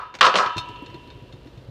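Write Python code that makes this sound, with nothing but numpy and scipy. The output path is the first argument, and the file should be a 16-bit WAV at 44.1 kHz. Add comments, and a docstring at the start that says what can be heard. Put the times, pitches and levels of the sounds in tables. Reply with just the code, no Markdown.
"""A hollow steel rail clangs as a stunt scooter hops on, clatters along it and drops off.
Each blow cracks, knocks the scooter's deck and sets the rail ringing; tones close in pitch
make the ring pulse slowly. The deck scrapes briefly along the steel. The wheels land with
a thud and a metallic clack, then roll over the joints of the paving while loose parts
rattle. The yard adds two quick echoes and a faint tail."""
import sys
import numpy as np
from scipy import signal
from scipy.fft import rfft, irfft
from scipy.io import wavfile
from scipy.ndimage import uniform_filter1d

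SR = 44100
rng = np.random.default_rng(int(sys.argv[2]) if len(sys.argv) > 2 else 0)


def put_to_file(sound):
    """Save the sound as 16-bit audio at rate SR, in the file named by the first command-line argument."""
    columns = np.atleast_2d(sound).T  # one column per channel
    safe = np.clip(columns, -1, 1)
    whole_steps = np.round(safe * 32767)
    wavfile.write(sys.argv[1], SR, whole_steps.astype(np.int16))


N = 74970

# A fade_s is the time to die away by 60 dB. A COLOUR says how strong each pitch is next to the rest.
# echoes from the house wall and steps: delay_s, level_db
ECHOES = [(.017, -15.5), (.033, -27.5)]
# the yard's tail: pitch_hz, fade_s
YARD_FADE = [(100, 0.2), (1000, 1), (3000, 0.5), (6000, 0.72), (12000, 0.83)]
# wheels rolling on paving: pitch_hz, level_db
ROLL_COLOUR = [(15, -33), (28, -7), (53, 5), (90, -6.5), (132, -2), (204, -15), (340, -10.5), (522, -11),
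               (721, -21), (1140, -24), (2000, -30), (4140, -32), (5720, -39.5), (9000, -50.5),
               (15500, -54)]
# loudness of the rolling: time_s, level_db
ROLL_LEVEL = [(0, -50.5), (.5, -68.5), (.65, -45), (0.899, -44.5), (1.3, -46.5), (1.7, -46)]
# ticking grit and bearings: pitch_hz, level_db
GRIT_COLOUR = [(300, 12), (1500, -3), (2700, -3), (4300, -0.5), (5500, -20), (9000, -19), (15000, -28)]
# wheels landing and crossing joints: start_s, thud_db, clop_db
BUMPS = [(0.461, -35.5, -37), (0.561, -30.5, -32), (0.5728, -23.5, -39), (0.693, -40.5, -37),
         (.822, -44, -33), (0.889, -34.5, -43), (0.943, -37.5, -34.5), (1.069, -51, -39.5),
         (1.151, -34, -43.5), (1.222, -35, -42), (1.272, -51, -55), (1.336, -33, -40.5), (1.46, -39, -38),
         (1.573, -30.5, -50.5), (1.684, -28.5, -47)]
# low tones of the loaded wheels: pitch_hz, level_db, fade_s
THUD_TONES = [(63.6, -6, .13), (105.8, 3.5, 0.087), (126.8, -2.5, 0.16), (300, -13, 0.017)]
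# the clop of a wheel at a bump: pitch_hz, level_db
CLOP_COLOUR = [(70, -3.5), (200, -13.5), (310, 0), (520, -19), (800, -22.5), (2000, -30.5), (8000, -47.5)]
# how the clop dies away: pitch_hz, fade_s
CLOP_FADE = [(200, 0.15), (2000, 0.042)]
# clacks and rattles of the scooter: start_s, click_db, ring_db, treble_db
CLACKS = [(0.1407, -34.5, -42, -9), (0.1506, -34, -25, 0.5), (0.1876, -36, -18, -6),
          (0.568, -33.5, -7.5, 1), (0.5791, -28, -8.5, 8), (0.581, -40, 1.5, 10), (.686, -46.5, -35, 5),
          (0.758, -55, -21.5, -10), (0.8611, -45, -17.5, -3), (0.9, -48, -31, -9),
          (0.943, -45.5, -19.5, -14), (1.075, -54, -28, -1), (1.102, -44, -19.5, -16),
          (1.27, -65, -29, -13), (1.3248, -50.5, -20, -3), (1.4709, -50.5, -31, -1.5),
          (1.5746, -54, -29.5, 5)]
# tones of the fork and bar: pitch_hz, level_db, fade_s
FORK_TONES = [(2671, -31, 0.08), (3330, -35.5, 0.036), (3660, -28, 0.093), (3747, -44.5, .3),
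              (4158, -27.5, 0.043), (4270, -35, 0.1), (5240, -42.5, 0.075), (6200, -53, 0.22),
              (6860, -51, 0.08), (10900, -59, .08)]
# the click of a loose part: pitch_hz, level_db
CLICK_COLOUR = [(200, 3.5), (700, 5), (2200, 6), (4200, 2), (6500, -5), (9000, -18.5), (12000, -32.5),
                (15000, -25.5)]
# how the click dies away: pitch_hz, fade_s
CLICK_FADE = [(500, 0.11), (4000, 0.05), (12000, 0.078)]
# slides along the rail: start_s, rise_s, level_db, fade_s
SLIDES = [(.222, 0.035, -23.5, 0.17), (.35, 0.018, -22, 0.23)]
# the deck scraping on steel: pitch_hz, level_db
SCRAPE_COLOUR = [(300, -9.5), (1200, 9.5), (3200, -3), (5200, 2), (7000, -7.5), (9200, -17), (11000, -36),
                 (15000, -37)]
# blows on the rail: start_s, crack_db, clang_db, knock_db, ring_db
BLOWS = [(-.03, -41, -28.5, -48.5, -16.5), (.2098, -6, -18.5, -23.5, -6), (.2128, -15, -34, -41, -21.5),
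         (.228, -12, -14, -27.5, -7.5), (.2425, -17, -14.5, -28.5, -4), (.2485, -13, -24, -40, -21.5),
         (.2665, -12.5, -24.5, -16.5, -18.5), (.341, -19.5, -30.5, -18, -26),
         (.3555, -13, -27.5, -17.5, -25.5), (.386, -19, -17, -20, -3), (.426, -38, -23.5, -31, -27),
         (.4615, -25.5, -42, -40.5, -44)]
# tones of the rail: pitch_hz, level_db, fade_s
RAIL_TONES = [(904, -38.5, 1.1), (972, -28, 1.86), (987, -38.5, 1.9), (999.6, -28.5, 1.37),
              (1024, -26.5, 0.4), (1280, -30, 0.91), (1236, -34, 0.79), (1282, -18, 0.49), (1309, -25, .76),
              (1626, -32.5, 0.8), (1746, -46, 1.7), (2739, -36.5, 2.31), (3013, -42, 2.0),
              (3643, -42.5, 1.25)]
# tones of the deck and frame: pitch_hz, level_db, fade_s
DECK_TONES = [(406.5, -17, 0.38), (508.5, -6, 0.23), (734.7, -12, 0.66), (960, -5.5, 0.45),
              (1048, -6.5, 0.35), (1094, 4.5, 0.15), (1165, -7, 0.1), (1638, -2, 0.15), (1714, -8, 0.22),
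              (1761, -34, 0.14), (2825, -21, 0.51), (3035, -15, 0.12), (4110, -9.5, 0.098),
              (4128, -13.5, 0.11)]
# the rail's many faint high tones, which last longest: pitch_hz, level_db
SHIMMER_COLOUR = [(1200, -20.5), (1700, -12.5), (2100, -14.5), (2700, -2.5), (3100, -2.5), (3800, -9),
                  (4400, -1), (5200, -16.5), (8000, -49.5)]
# how the shimmer dies away: pitch_hz, fade_s
SHIMMER_FADE = [(1700, 2.33), (2800, 2.95), (4500, 1.1)]
# the crack of metal on metal: pitch_hz, level_db
CRACK_COLOUR = [(150, -24.5), (600, -26), (1200, 14), (2000, 3.5), (3000, 6.5), (4300, 0), (6000, -11.5),
                (8000, -35), (11000, -51), (15000, -56)]
# how the crack dies away: pitch_hz, fade_s
CRACK_FADE = [(300, 0.038), (3000, 0.07), (12000, 0.14)]
# the hard snap of first contact: pitch_hz, level_db
SNAP_COLOUR = [(300, -10), (1500, -8.5), (3000, 6.5), (5000, -3), (8000, -18), (11000, -32.5), (15000, -43)]
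# how the snap dies away: pitch_hz, fade_s
SNAP_FADE = [(500, 0.0098), (12000, 0.0074)]
# crowded overtones of rail and deck together: pitch_hz, level_db
CLANG_COLOUR = [(100, -41), (350, -19.5), (800, -9), (1000, 2.5), (1300, 2.5), (1450, -6.5), (1700, -9.5),
                (2100, -20), (2800, -19.5), (4300, -28), (6000, -37), (10000, -63), (15000, -62)]
# how the clang dies away: pitch_hz, fade_s
CLANG_FADE = [(200, 0.32), (700, 0.32), (1200, 0.38), (2000, 0.44), (3000, 0.51), (5200, 0.44),
              (7500, 0.17), (12000, .3)]
# the deck knocking under the rider's weight: pitch_hz, level_db
KNOCK_COLOUR = [(60, -24), (140, -23.5), (195, -8.5), (280, -21), (380, -3), (510, -2.5), (600, 1.5),
                (700, -0.5), (1000, -10.5), (2000, -20.5), (8000, -72.5)]
# how the knock dies away: pitch_hz, fade_s
KNOCK_FADE = [(150, 0.22), (500, 0.15), (2000, 0.05)]


def gain(db):
    """Turns decibels into a number to multiply by."""
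    return 10 ** (np.asarray(db) / 20)


def unit_level(x):
    """Scales a signal to an average (rms) level of 1."""
    return x / np.sqrt(np.mean(x ** 2) + 1e-20)


def look_up(table, hz):
    """Reads between a table's rows, with every octave equally wide."""
    pitches, values = np.transpose(table)
    return np.interp(np.log(hz + 1), np.log(pitches), values)


def add(mix, start_s, sound):
    """Mixes a sound in, dropping any part that falls outside the mix."""
    at = round(start_s * SR)
    sound = sound[max(-at, 0):]
    part = mix[max(at, 0):][:len(sound)]
    part += sound[:len(part)]


def fade(t, fade_s):
    """Falls by 60 dB every fade_s seconds."""
    return np.exp(-np.log(1000) * t / fade_s)


def soften(x, rise_s):
    """Softens the start of a sound."""
    return x * (1 - np.exp(-np.arange(len(x)) / SR / rise_s))


def coloured(x, colour):
    """Makes some pitches stronger than others, then sets the level to 1."""
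    hz = np.fft.rfftfreq(len(x), 1 / SR)
    return unit_level(irfft(rfft(x) * gain(look_up(colour, hz)), len(x)))


def burst(colour, fades, size=32768, peaks=1):
    """Countless tones struck at once, each band of pitches dying at its own speed."""
    hz, t = np.fft.rfftfreq(size, 1 / SR), np.arange(size) / SR
    spectrum = peaks * gain(look_up(colour, hz)) * np.exp(2j * np.pi * rng.random(len(hz)))
    centres, fades_s = np.transpose(fades)
    bands = [irfft(spectrum * look_up(np.c_[centres, one_band], hz)) for one_band in np.eye(len(centres))]
    return sum(band * fade(t, fade_s) for band, fade_s in zip(bands, fades_s)) / np.std(sum(bands))


def ring(tones, uneven_db):
    """Clear tones, each a little stronger or weaker by chance, as if struck in a new spot."""
    t = np.arange(SR // 2) / SR
    offsets_db = uneven_db * rng.standard_normal(len(tones))
    return sum(gain(db + offset_db) * fade(t, fade_s) * np.sin(2 * np.pi * hz * t)
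               for (hz, db, fade_s), offset_db in zip(tones, offsets_db))


def ticks(per_s, spread_db=1):
    """A random train of tiny clicks of uneven size."""
    clicks = (rng.random(N) < per_s / SR) * rng.choice([-1, 1], N)
    return clicks * gain(spread_db * np.minimum(rng.exponential(1, N), 4))


def waver(fastest_hz):
    """A smooth random wobble made of twelve slow waves."""
    t = np.linspace(0, N / SR, 256)
    speed, phase = rng.random((2, 12, 1))
    wobble = np.sin(2 * np.pi * (fastest_hz * speed * t + phase)).sum(0)
    return np.interp(np.arange(N) / SR, t, unit_level(wobble))


def yard(sound, tail_db=-22):
    """The wall and steps throw back two echoes, and a faint open-air tail follows."""
    tail = soften(burst([(100, 3), (15000, 0.5)], YARD_FADE), rise_s=0.022)
    response = gain(tail_db) * tail / np.linalg.norm(tail)
    for delay_s, db in ECHOES:
        add(response, delay_s, gain([db]))
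    return sound + signal.fftconvolve(sound, response)[:N]


def wheels(grit_db=-59):
    """Hard wheels rumble over gritty paving and thud as they land or cross a joint."""
    level = gain(np.interp(np.arange(N) / SR, *np.transpose(ROLL_LEVEL)))
    grit = gain(grit_db) * coloured(ticks(per_s=380), GRIT_COLOUR)
    rumble = coloured(rng.standard_normal(N), ROLL_COLOUR)
    out = level * rumble + level / level.max() * grit
    for start_s, thud_db, clop_db in BUMPS:
        add(out, start_s, gain(thud_db) * soften(ring(THUD_TONES, uneven_db=1.0), 0.0059))
        add(out, start_s, gain(clop_db) * soften(burst(CLOP_COLOUR, CLOP_FADE, size=8192), 0.0016))
    return out


def loose_parts():
    """Loose parts click, some duller than others, and make the fork and bar ring."""
    out = np.zeros(N)
    for start_s, click_db, ring_db, treble_db in CLACKS:
        tilt = [(3000, 0), (10000, treble_db)]
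        colour = [(hz, db + look_up(tilt, hz)) for hz, db in CLICK_COLOUR]
        add(out, start_s, gain(click_db) * soften(burst(colour, CLICK_FADE, size=8192), 0.00035))
        add(out, start_s, gain(ring_db) * soften(ring(FORK_TONES, uneven_db=3.0), 0.0004))
    return out


def deck_scrapes():
    """The deck scrapes along the steel in quick tiny slips."""
    out, t = np.zeros(N), np.arange(N) / SR
    for start_s, rise_s, db, fade_s in SLIDES:
        swell = np.minimum(t / rise_s, 1) * fade(np.maximum(t - rise_s, 0), fade_s)
        add(out, start_s, gain(db) * swell * coloured(ticks(per_s=3500), SCRAPE_COLOUR))
    return out


def overtones(per_khz=32.4, between_db=-8, size=32768):
    """Picks random high pitches that stand out from the rest of the clang."""
    hz = np.fft.rfftfreq(size, 1 / SR)
    chance = per_khz * hz[1] / 1000
    peaks = (rng.random(len(hz)) < chance) / np.sqrt(chance)
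    return np.where(hz > 1800, peaks + gain(between_db), 1)


def ringing_metal(tones, starts_s, levels_db, waver_db=1.8):
    """Tones gather energy from blow after blow and waver as they die away."""
    t, out = np.arange(N) / SR + starts_s[0], np.zeros(N)
    lead_in = max(-round(starts_s[0] * SR), 0)  # room for a blow before time zero
    kicks = np.zeros(N + lead_in)
    for start_s, db in zip(starts_s, levels_db):
        kicks[round(start_s * SR) + lead_in] += gain(db) ** 2
    for hz, db, fade_s in tones:
        kept_per_sample = fade(1 / SR, fade_s) ** 2
        energy = signal.lfilter([1], [1, -kept_per_sample], kicks)
        strength = uniform_filter1d(np.sqrt(energy), size=60)[lead_in:]
        out += gain(db + waver_db * waver(fastest_hz=11.68)) * strength * np.sin(2 * np.pi * hz * t)
    return out


def rail_blows(deck_db=-7, shimmer_db=-37):
    """Each blow cracks, knocks the deck and sets the frame and the hollow rail ringing."""
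    starts_s, cracks_db, clangs_db, _, rings_db = np.transpose(BLOWS)
    out = ringing_metal(RAIL_TONES, starts_s, rings_db)
    out += gain(deck_db) * ringing_metal(DECK_TONES, starts_s, clangs_db)
    peaks = overtones()  # the same for every blow
    hardest_s = starts_s[np.argmax(cracks_db)]
    add(out, hardest_s, gain(shimmer_db) * burst(SHIMMER_COLOUR, SHIMMER_FADE, size=65536))
    for start_s, crack_db, clang_db, knock_db, _ in BLOWS:
        add(out, start_s, gain(crack_db) * soften(burst(CRACK_COLOUR, CRACK_FADE, size=8192), 0.00023))
        add(out, start_s, gain(crack_db) * soften(burst(SNAP_COLOUR, SNAP_FADE, size=2048), 0.00019))
        add(out, start_s, gain(clang_db) * soften(burst(CLANG_COLOUR, CLANG_FADE, peaks=peaks), 0.0011))
        add(out, start_s, gain(knock_db) * soften(burst(KNOCK_COLOUR, KNOCK_FADE, size=16384), 0.0017))
    return out


def scene():
    """Rail and scooter sound together in the yard, on one channel."""
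    return yard(rail_blows() + deck_scrapes() + loose_parts() + wheels())[None]


def record(dry, low_cut_hz=58, ceiling=0.94, high_cut_hz=15300):
    """The microphone drops the deepest bass and rounds off loud peaks; then the top treble is cut."""
    thinned = signal.sosfilt(signal.butter(2, low_cut_hz, "high", fs=SR, output="sos"), dry)
    rounded = thinned / (1 + (thinned / ceiling) ** 4) ** (1 / 4)
    treble_cut = signal.firwin(511, high_cut_hz, window=("kaiser", 9), fs=SR)
    return signal.oaconvolve(rounded, treble_cut[None], "same")


dry = scene()
out = record(dry)
put_to_file(out)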